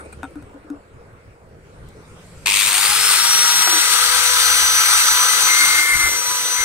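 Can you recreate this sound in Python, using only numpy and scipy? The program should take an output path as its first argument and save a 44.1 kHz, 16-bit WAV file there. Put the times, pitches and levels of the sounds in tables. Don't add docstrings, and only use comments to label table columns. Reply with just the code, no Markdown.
import sys
import numpy as np
from scipy import signal
from scipy.io import wavfile
from scipy.ndimage import uniform_filter1d

SR = 44100
rng = np.random.default_rng(int(sys.argv[2]) if len(sys.argv) > 2 else 0)


def inscribe(sig):
    pcm = np.round(np.clip(np.atleast_2d(sig).T, -1, 1) * 32767)
    wavfile.write(sys.argv[1], SR, pcm.astype(np.int16))


N = 292824
T = np.arange(N) / SR
SWITCH_S = 2.46

# s, lag_samples
PORT_LAG = [(1.8, 13), (2.3, 1.8), (2.8, 1.4), (3.5, 3.7), (4.1, 5.4), (4.5, 6.6), (5.8, 5.87), (6.05, 4.5),
            (6.64, 5.9)]
# pitch_hz, likeness (0 to 1)
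CLOSE_LIKENESS = [(500, 0.47), (1200, 0.85), (2500, 0.34), (5000, 0.49), (9000, 0.043), (14000, 0.058)]


def gain_of(db):
    return 10 ** (np.asarray(db) / 20)


def evened(x):
    return x / np.sqrt(np.mean(x ** 2) + 1e-20)


def read(points, hz):
    f, value = np.transpose(points)
    return np.interp(np.log(hz + 1), np.log(f + 1), value)


def follow(rows, t):
    s, *columns = np.transpose(rows)
    return [np.interp(t, s, c) for c in columns]


def wander(hz):
    knot_rate = 800
    knots = np.arange(0, N / SR + .1, 1 / knot_rate)
    lowpass = signal.butter(2, hz, fs=knot_rate, output="sos")
    smooth = signal.sosfiltfilt(lowpass, rng.standard_normal(len(knots)))
    return np.interp(T, knots, evened(smooth))


def noise(field_db, same, size, patchy_db, lean=((1, 0),)):
    hop = size // 4
    hz = np.fft.rfftfreq(size, 1 / SR)[:, None]
    t = np.arange(N // hop + 5) * hop / SR
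    a, b, c, d, patches = rng.standard_normal((len(t), len(hz), 5), np.float32).T
    patches = uniform_filter1d(patches, size=size // 64, axis=0)
    patches = evened(uniform_filter1d(patches, size=12, axis=1))
    like = np.clip(read(same, hz), 0, 1)
    right = a + 1j * b
    delay = np.exp(-2j * np.pi * hz * follow(PORT_LAG, t)[0] / SR)
    left = like * right * delay + np.sqrt(1 - like ** 2) * (c + 1j * d)
    lean_gain = gain_of(read(lean, hz) / 2)
    level = gain_of(field_db(hz, t) + patchy_db * patches)
    spectrum = np.array([left * lean_gain, right / lean_gain]) * level
    return signal.istft(spectrum * np.sqrt(SR / size), nperseg=size, noverlap=size - hop)[1][:, :N]


def sides(pan_db):
    return gain_of(np.array([[.5], [-.5]]) * pan_db)


def tones(orders, turns_hz, waver_db, waver_hz, smear):
    lag_turns = turns_hz * follow(PORT_LAG, T)[0] / SR
    turns = np.cumsum(turns_hz) / SR - np.outer([1, 0], lag_turns)
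    out = np.zeros((2, N))
    for order, db in orders:
        drift = smear * (wander(waver_hz) + np.outer([.4, -.4], wander(waver_hz)))
        level = gain_of(db + waver_db * wander(waver_hz))
        out += level * np.sin(2 * np.pi * (order * turns + rng.random()) + drift)
    return np.sqrt(2) * out


def armature_hz():
    # turns_hz, time_constant_s
    run_up = [(238, .211), (126.9, .567)]
    # slowest_s, loss_hz
    sags = [(4.921, 3.66), (6.108, 7.49)]
    top_hz, sag_s, recover_s = 500.96, .127, .289
    since = (T - SWITCH_S).clip(0)
    missing = sum(hz * np.exp(-since / tau) for hz, tau in run_up)
    sag = sum(hz * np.exp(-.5 * ((T - s) / np.where(T < s, sag_s, recover_s)) ** 2) for s, hz in sags)
    return top_hz - missing - sag


def rush():
    # s, level_db, boom_db, treble_db
    rush_levels = [(2.46, -20, -8.5, -9.5), (2.56, -18.5, -10, -6), (2.65, -21.5, -4, -1),
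                   (3.1, -23, -1, 4), (3.6, -24.5, -2.5, 4.5), (5.0, -24, -0.5, 4), (5.8, -24.5, -1, 5),
                   (5.84, -30.5, -2, 8), (6.04, -30.5, 1, 8.5), (6.2, -31.5, -2, 5.5),
                   (6.64, -30.5, -0.7, 4.5)]
    # pitch_hz, density_db (per Hz)
    slow_colour = [(300, -36), (700, -43), (946, -15), (1230, -19.5), (1560, -21.5), (1840, -15),
                   (2520, -2), (2900, -9), (4370, -11), (5340, -14.5), (8790, -4), (10700, -31.5),
                   (12900, -11), (16000, -21)]
    fast_colour = [(300, -28.5), (660, -18.5), (1000, -10.5), (1750, -6), (2750, -7.5), (4350, -2.5),
                   (5200, -7.5), (6900, -6.5), (8500, -0.5), (9800, -11.5), (11200, -21), (12400, -7),
                   (13800, -15), (16000, -13.5)]
    # pitch_hz, width_hz, added_power_db (relative to the rush)
    housing = [(831.2, 24.2, 24), (1292, 142, 13.5), (1483, 36, 7.5), (1550, 98, 10.5), (2017, 120, 3.5)]
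    # pitch_hz, left_minus_right_db
    rush_lean = [(300, 1), (700, 3.5), (1300, 5.5), (2100, 4.5), (3300, 6), (4400, 4), (5600, -1),
                 (7000, -3), (8500, 9.5), (10000, 25.5), (11500, 19.5), (13000, -1), (15500, -0.5)]
    # s, db_over_rush
    jolts = [(2.473, 3.5), (2.482, 3), (2.54, 2.5)]
    jolt_s, mains_hz = 0.0035, 50

    def field_db(hz, t):
        speed = np.clip(np.interp(t, T, armature_hz()) / 490, 0, 1) ** 3
        level_db, boom_db, treble_db = follow(rush_levels, t)
        peaks = sum(gain_of(db) ** 2 / (1 + (2 * (hz - f) / w) ** 4) for f, w, db in housing)
        peaks_db = 10 * np.log10(1 + peaks)
        low = 1 / (1 + (hz / 1800) ** 12)
        high = 1 / (1 + (6300 / (hz + 1)) ** 8)
        fast_db = read(fast_colour, hz) + peaks_db - 27.5 - 1.93 * low - 7.7 * high
        slow_db = read(slow_colour, hz) - 29 + 12 * low + 1.3 * high
        colour_db = speed * fast_db + (1 - speed) * slow_db
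        return colour_db + level_db + low * boom_db + high * treble_db + 3.5

    since = T - SWITCH_S
    surge = .5 * np.exp(-since.clip(0) / 0.093) + 0.44 * np.exp(-since.clip(0) / 0.71)
    mains_phase = 2 * np.pi * 2 * mains_hz * (T - 2.4615) + 0.06 * wander(30)
    throb = (0.009 + surge) * np.cos(mains_phase)
    flutter_db = 0.74 * wander(91) + 0.44 * wander(8.2)
    switch = np.clip((since + .002) / .0015, 0, 1)
    jolt_db = sum(db * np.exp(-.5 * ((T - s) / jolt_s) ** 2) for s, db in jolts)
    gain = gain_of(6.4 * throb + flutter_db + jolt_db) * switch
    steady = noise(field_db, CLOSE_LIKENESS, size=512, patchy_db=0.93, lean=rush_lean)
    return steady * gain * sides(-.4)


def motor():
    # s, level_db, left_minus_right_db
    mesh = [(2.46, -50, 2), (2.62, -32, 6), (2.72, -38, 0), (2.9, -36, -10), (2.98, -30.5, 4),
            (3.07, -25.5, 4), (3.14, -32, -2), (3.23, -25.5, 2), (3.38, -22.5, 2), (3.46, -23, 3),
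            (3.6, -24.5, 2.5), (3.74, -24.5, -0.5), (4.1, -38, 24), (4.3, -29.5, 10), (4.61, -23, 0),
            (4.85, -23.5, 1), (5.04, -27, -7), (5.21, -21, 0), (5.35, -27, 8), (5.55, -23.5, 5),
            (5.81, -30.5, 5), (5.88, -41, 4), (6.0, -27, 3), (6.06, -31, 1), (6.1, -28, 2),
            (6.23, -28, 4.5), (6.41, -31, -6), (6.53, -26.5, 8), (6.64, -27, 10)]
    # s, one_turn_db, two_turns_db (and its multiples)
    turned = [(2.46, -65, -77), (2.75, -56, -44), (3.05, -43.5, -48), (3.35, -63, -37), (3.65, -45.5, -33),
              (4, -46, -37.5), (4.2, -39.5, -35), (4.65, -45, -38), (5.2, -49.5, -34), (5.5, -47, -35.5),
              (5.95, -57, -40), (6.2, -49, -44), (6.35, -51, -35.5), (6.64, -49, -40)]
    # s, level_db
    octave_levels = [(2.62, -50), (2.76, -30), (3.02, -34), (3.3, -41), (4.1, -42), (4.42, -38),
                     (4.65, -42), (5.2, -36.5), (5.5, -41), (5.95, -39), (6.3, -41), (6.64, -45)]
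    # armature_order, relative_db
    whine_orders = [(12, 3), (13, -15)]
    octave_orders = [(24, 2), (25, -11)]
    hum_orders = [(2, 1), (4, -1.5), (8, -0.5), (16, -4)]
    turns_hz = armature_hz()
    whine_db, pan_db = follow(mesh, T)
    one_db, two_db = follow(turned, T)
    octave_db = follow(octave_levels, T)[0]
    whine = tones(whine_orders, turns_hz, waver_db=1.3, waver_hz=14, smear=.2)
    whine = gain_of(whine_db + 1.5) * sides(pan_db) * whine
    octave = tones(octave_orders, turns_hz, waver_db=1.5, waver_hz=15, smear=.3)
    octave = gain_of(octave_db) * sides(13) * octave
    shake = gain_of(one_db) * tones([(1, 0)], turns_hz, waver_db=1.5, waver_hz=15, smear=.4)
    hum = tones(hum_orders, turns_hz, waver_db=3.0, waver_hz=8.9, smear=1.0)
    hum = gain_of(two_db) * sides(0.83) * hum
    return (whine + octave + shake + hum) * (T > SWITCH_S)


def grinding():
    # s, chatter_db
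    contacts = [
        [(5.46, -35), (5.505, -23), (5.575, -24), (5.64, -19.5), (5.665, -26.5), (5.81, -21), (5.835, -24.5),
         (5.95, -20), (5.98, -30.5), (6.01, -20.5), (6.08, -22.5), (6.11, -32), (6.14, -26), (6.22, -50)],
        [(6.55, -44), (6.59, -30), (6.64, -29)],
    ]
    # disc_order, relative_db
    chatter = [(2, -24.5), (7, -13.5), (9, -8.5), (11, -7.5), (13, 2.5), (14, -8)]
    pinion_teeth, crown_teeth = 12, 37
    beat_depth = 0.66
    disc_hz = armature_hz() * pinion_teeth / crown_teeth
    lead = tones(chatter[4:5], disc_hz, waver_db=1.2, waver_hz=47.0, smear=0.57)
    beats = tones(chatter[:4] + chatter[5:], disc_hz, waver_db=2.5, waver_hz=29.7, smear=0.36)
    out = np.zeros((2, N))
    for rows in contacts:
        db = follow(rows, T)[0]
        start, end = rows[0][0], rows[-1][0] + .02
        touching = np.clip(np.minimum(T - start, end - T) / 0.014, 0, 1)
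        out += gain_of(db + 1.5) * touching * (lead + beat_depth * beats)
    return out * sides(2.2)


def puffs():
    # centre_s, level_db, length_s (twice the standard deviation of the swell)
    gust_rows = [(5.96, -36.5, 0.056), (5.997, -45, 0.026), (6.053, -35.5, 0.033), (6.094, -45, .03),
                 (6.14, -46, .03), (6.602, -38, 0.017)]
    shared, own = rng.standard_normal(N), rng.standard_normal((2, N))
    band = signal.butter(2, [15, 90], "band", fs=SR, output="sos")
    air = signal.sosfilt(band, shared + 1.8 * own)
    gusts = sum(gain_of(db) * np.exp(-.5 * ((T - s) / (length / 2)) ** 2) for s, db, length in gust_rows)
    return evened(air) * gusts * sides(13.4)


def ring(modes, rise, pitch=1):
    t = T[:SR // 2]
    ringing = sum(gain_of(db - 60 * t / t60) * np.sin(2 * np.pi * hz * pitch * t) for hz, db, t60 in modes)
    return ringing * (1 - np.exp(-t / rise))


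def knocks():
    # s, bench_thud_db, steel_clack_db, tick_db, bench_pitch_factor
    blows = [(.007, -44, -34, -56, 1), (0.05, -47, -40, -61, 1.04), (0.127, -45, -32, -50, 0.72),
             (.231, -28.5, -15.5, -48, 0.89), (.241, -32, -19.5, -53, .9), (.2505, -57, -23, -64, .9),
             (0.308, -43, -48, -61, 1.1), (0.356, -28.5, -34, -58, .98), (.424, -46, -36.5, -57, 0.93),
             (0.495, -55, -44, -70, 0.89), (.541, -37, -42, -68, 0.94), (0.643, -41, -45, -71, 1.02),
             (0.701, -23, -34, -51.5, 0.96), (1.887, -55, -58, -52, 1.1), (3.674, -31, -5.5, -40, 1.17),
             (3.726, -29, -13, -62, 1.13), (3.753, -31, -18, -44, 1.04)]
    # pitch_hz, relative_db, t60_s
    bench_modes = [(301, 6.5, 0.14)]
    steel_modes = [(775, -6, 0.073), (928, 0.5, 0.024), (1020, -8, 0.02), (1328, -12.5, 0.13),
                   (1433, 2.5, 0.031), (2492, -6, 0.013), (3640, -14, 0.027), (8400, -23, 0.074),
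                   (9200, -33, .1)]
    out = np.zeros(N + SR)
    clack = ring(steel_modes, 0.00061)
    band = signal.butter(2, [4500, 12000], "band", fs=SR)
    scratch = signal.lfilter(*band, rng.standard_normal((len(blows), len(clack))))
    ticks = scratch * gain_of(-60 * T[:len(clack)] / 0.027)
    for (s, thud_db, clack_db, tick_db, pitch), tick in zip(blows, ticks):
        blow = gain_of(thud_db + 2) * ring(bench_modes, 0.0096, pitch)
        blow += gain_of(clack_db - 7.5) * clack
        blow += gain_of(tick_db + 7.0) * tick
        out[round(s * SR):][:len(clack)] += blow
    return out[:N] * sides(4.1)


def drag():
    # start_s, drag_db, fade_db_per_s, first_streak_hz
    strokes = [(0, -42, 142, 2080), (.125, -36, 600, 2400), (.36, -56, 43, 2300)]
    streak_hz_per_s = 4800

    def field_db(hz, t):
        power = 1e-12
        for start, db, fade_db, first_hz in strokes:
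            since = (t - start).clip(0)
            streak_hz = first_hz + streak_hz_per_s * since.clip(0, .1)
            modes = 1 / (1 + ((hz - 1330) / 30) ** 2)
            modes = modes + 0.17 / (1 + ((hz - streak_hz) / 70) ** 4)
            modes = modes + 0.012 / (1 + ((hz - 8600) / 600) ** 4)
            power = power + (t >= start) * gain_of(db - fade_db * since - 21.5) ** 2 * modes
        return 10 * np.log10(power)

    return noise(field_db, CLOSE_LIKENESS, size=512, patchy_db=5.0)


def street():
    # s, rumble_db, wash_db, hiss_db
    background_levels = [(0, -50, -48.5, -60.5), (.3, -47, -53, -60), (.5, -50, -53, -66),
                         (1.5, -50.5, -56.5, -66.5), (1.9, -48, -54.5, -59.5), (2.44, -45.5, -53, -51),
                         (2.55, -50, -51.5, -36), (3.7, -54, -46, -43), (4.1, -55, -49, -52.4),
                         (5, -58.5, -50.5, -52.4), (5.7, -52, -49, -52.4), (6.3, -57.5, -48.5, -52.4)]
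    # pitch_hz, density_db (per Hz)
    air_colour = [(25, -19.5), (59, 3), (114, -6), (170, -11.5), (300, -19), (470, -13.5), (750, -25),
                  (1500, -24.5), (1750, -31), (2300, -33.5), (3200, -46), (6500, -54.5), (8400, -49.5),
                  (16000, -76)]
    # pitch_hz, likeness (0 to 1)
    air_likeness = [(30, 0.81), (70, 1), (130, 0.8), (300, 0.87), (700, 0.8), (1500, 0.12), (4000, 0.12),
                    (12000, 0.12)]

    def field_db(hz, t):
        rumble_db, wash_db, hiss_db = follow(background_levels, t)
        low = 1 / (1 + (hz / 220) ** 4)
        high = 1 / (1 + (2800 / (hz + 1)) ** 4)
        wash = (1 - low - high) * (wash_db - 7)
        return read(air_colour, hz) + low * (rumble_db - 18.5) + high * (hiss_db + 11.0) + wash + 4.0

    return noise(field_db, air_likeness, size=1024, patchy_db=2.5)


def engines():
    # start_s, length_s, first_hz, last_hz, nearest_db
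    passes = [(-.15, 0.48, 73, 75.4, -44.5), (0.395, 1.4, 73, 69.6, -60), (1.5, 1.18, 154, 158.5, -52.5),
              (2.098, 0.39, 181.7, 180, -50), (2.7, .8, 128.8, 126.7, -52), (3.798, 1.62, 64.1, 58, -46.5),
              (5.05, 0.32, 108, 111, -52)]
    out = np.zeros(N)
    for start, length, first_hz, last_hz, db in passes:
        progress = np.clip((T - start) / length, 0, 1)
        hz = first_hz + (last_hz - first_hz) * progress
        swell = np.sin(np.pi * progress) ** 0.84 * gain_of(db + 2.0 * wander(12))
        out += np.sqrt(2) * swell * np.sin(2 * np.pi * np.cumsum(hz) / SR)
    return out


def scene():
    return rush() + motor() + grinding() + knocks() + drag() + puffs() + street() + engines()


def record(dry):
    preamp_db, edge_hz = -84, 15760
    knee, headroom = .6, .37
    hissing = dry + gain_of(preamp_db) * rng.standard_normal(dry.shape)
    over = np.maximum(abs(hissing) - knee, 0)
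    rounded = hissing - np.sign(hissing) * (over - headroom * np.tanh(over / headroom))
    lowpass = signal.firwin(2047, edge_hz, window=("kaiser", 9), fs=SR)
    return signal.oaconvolve(rounded, lowpass[None], "same")


dry = scene()
out = record(dry)
inscribe(out)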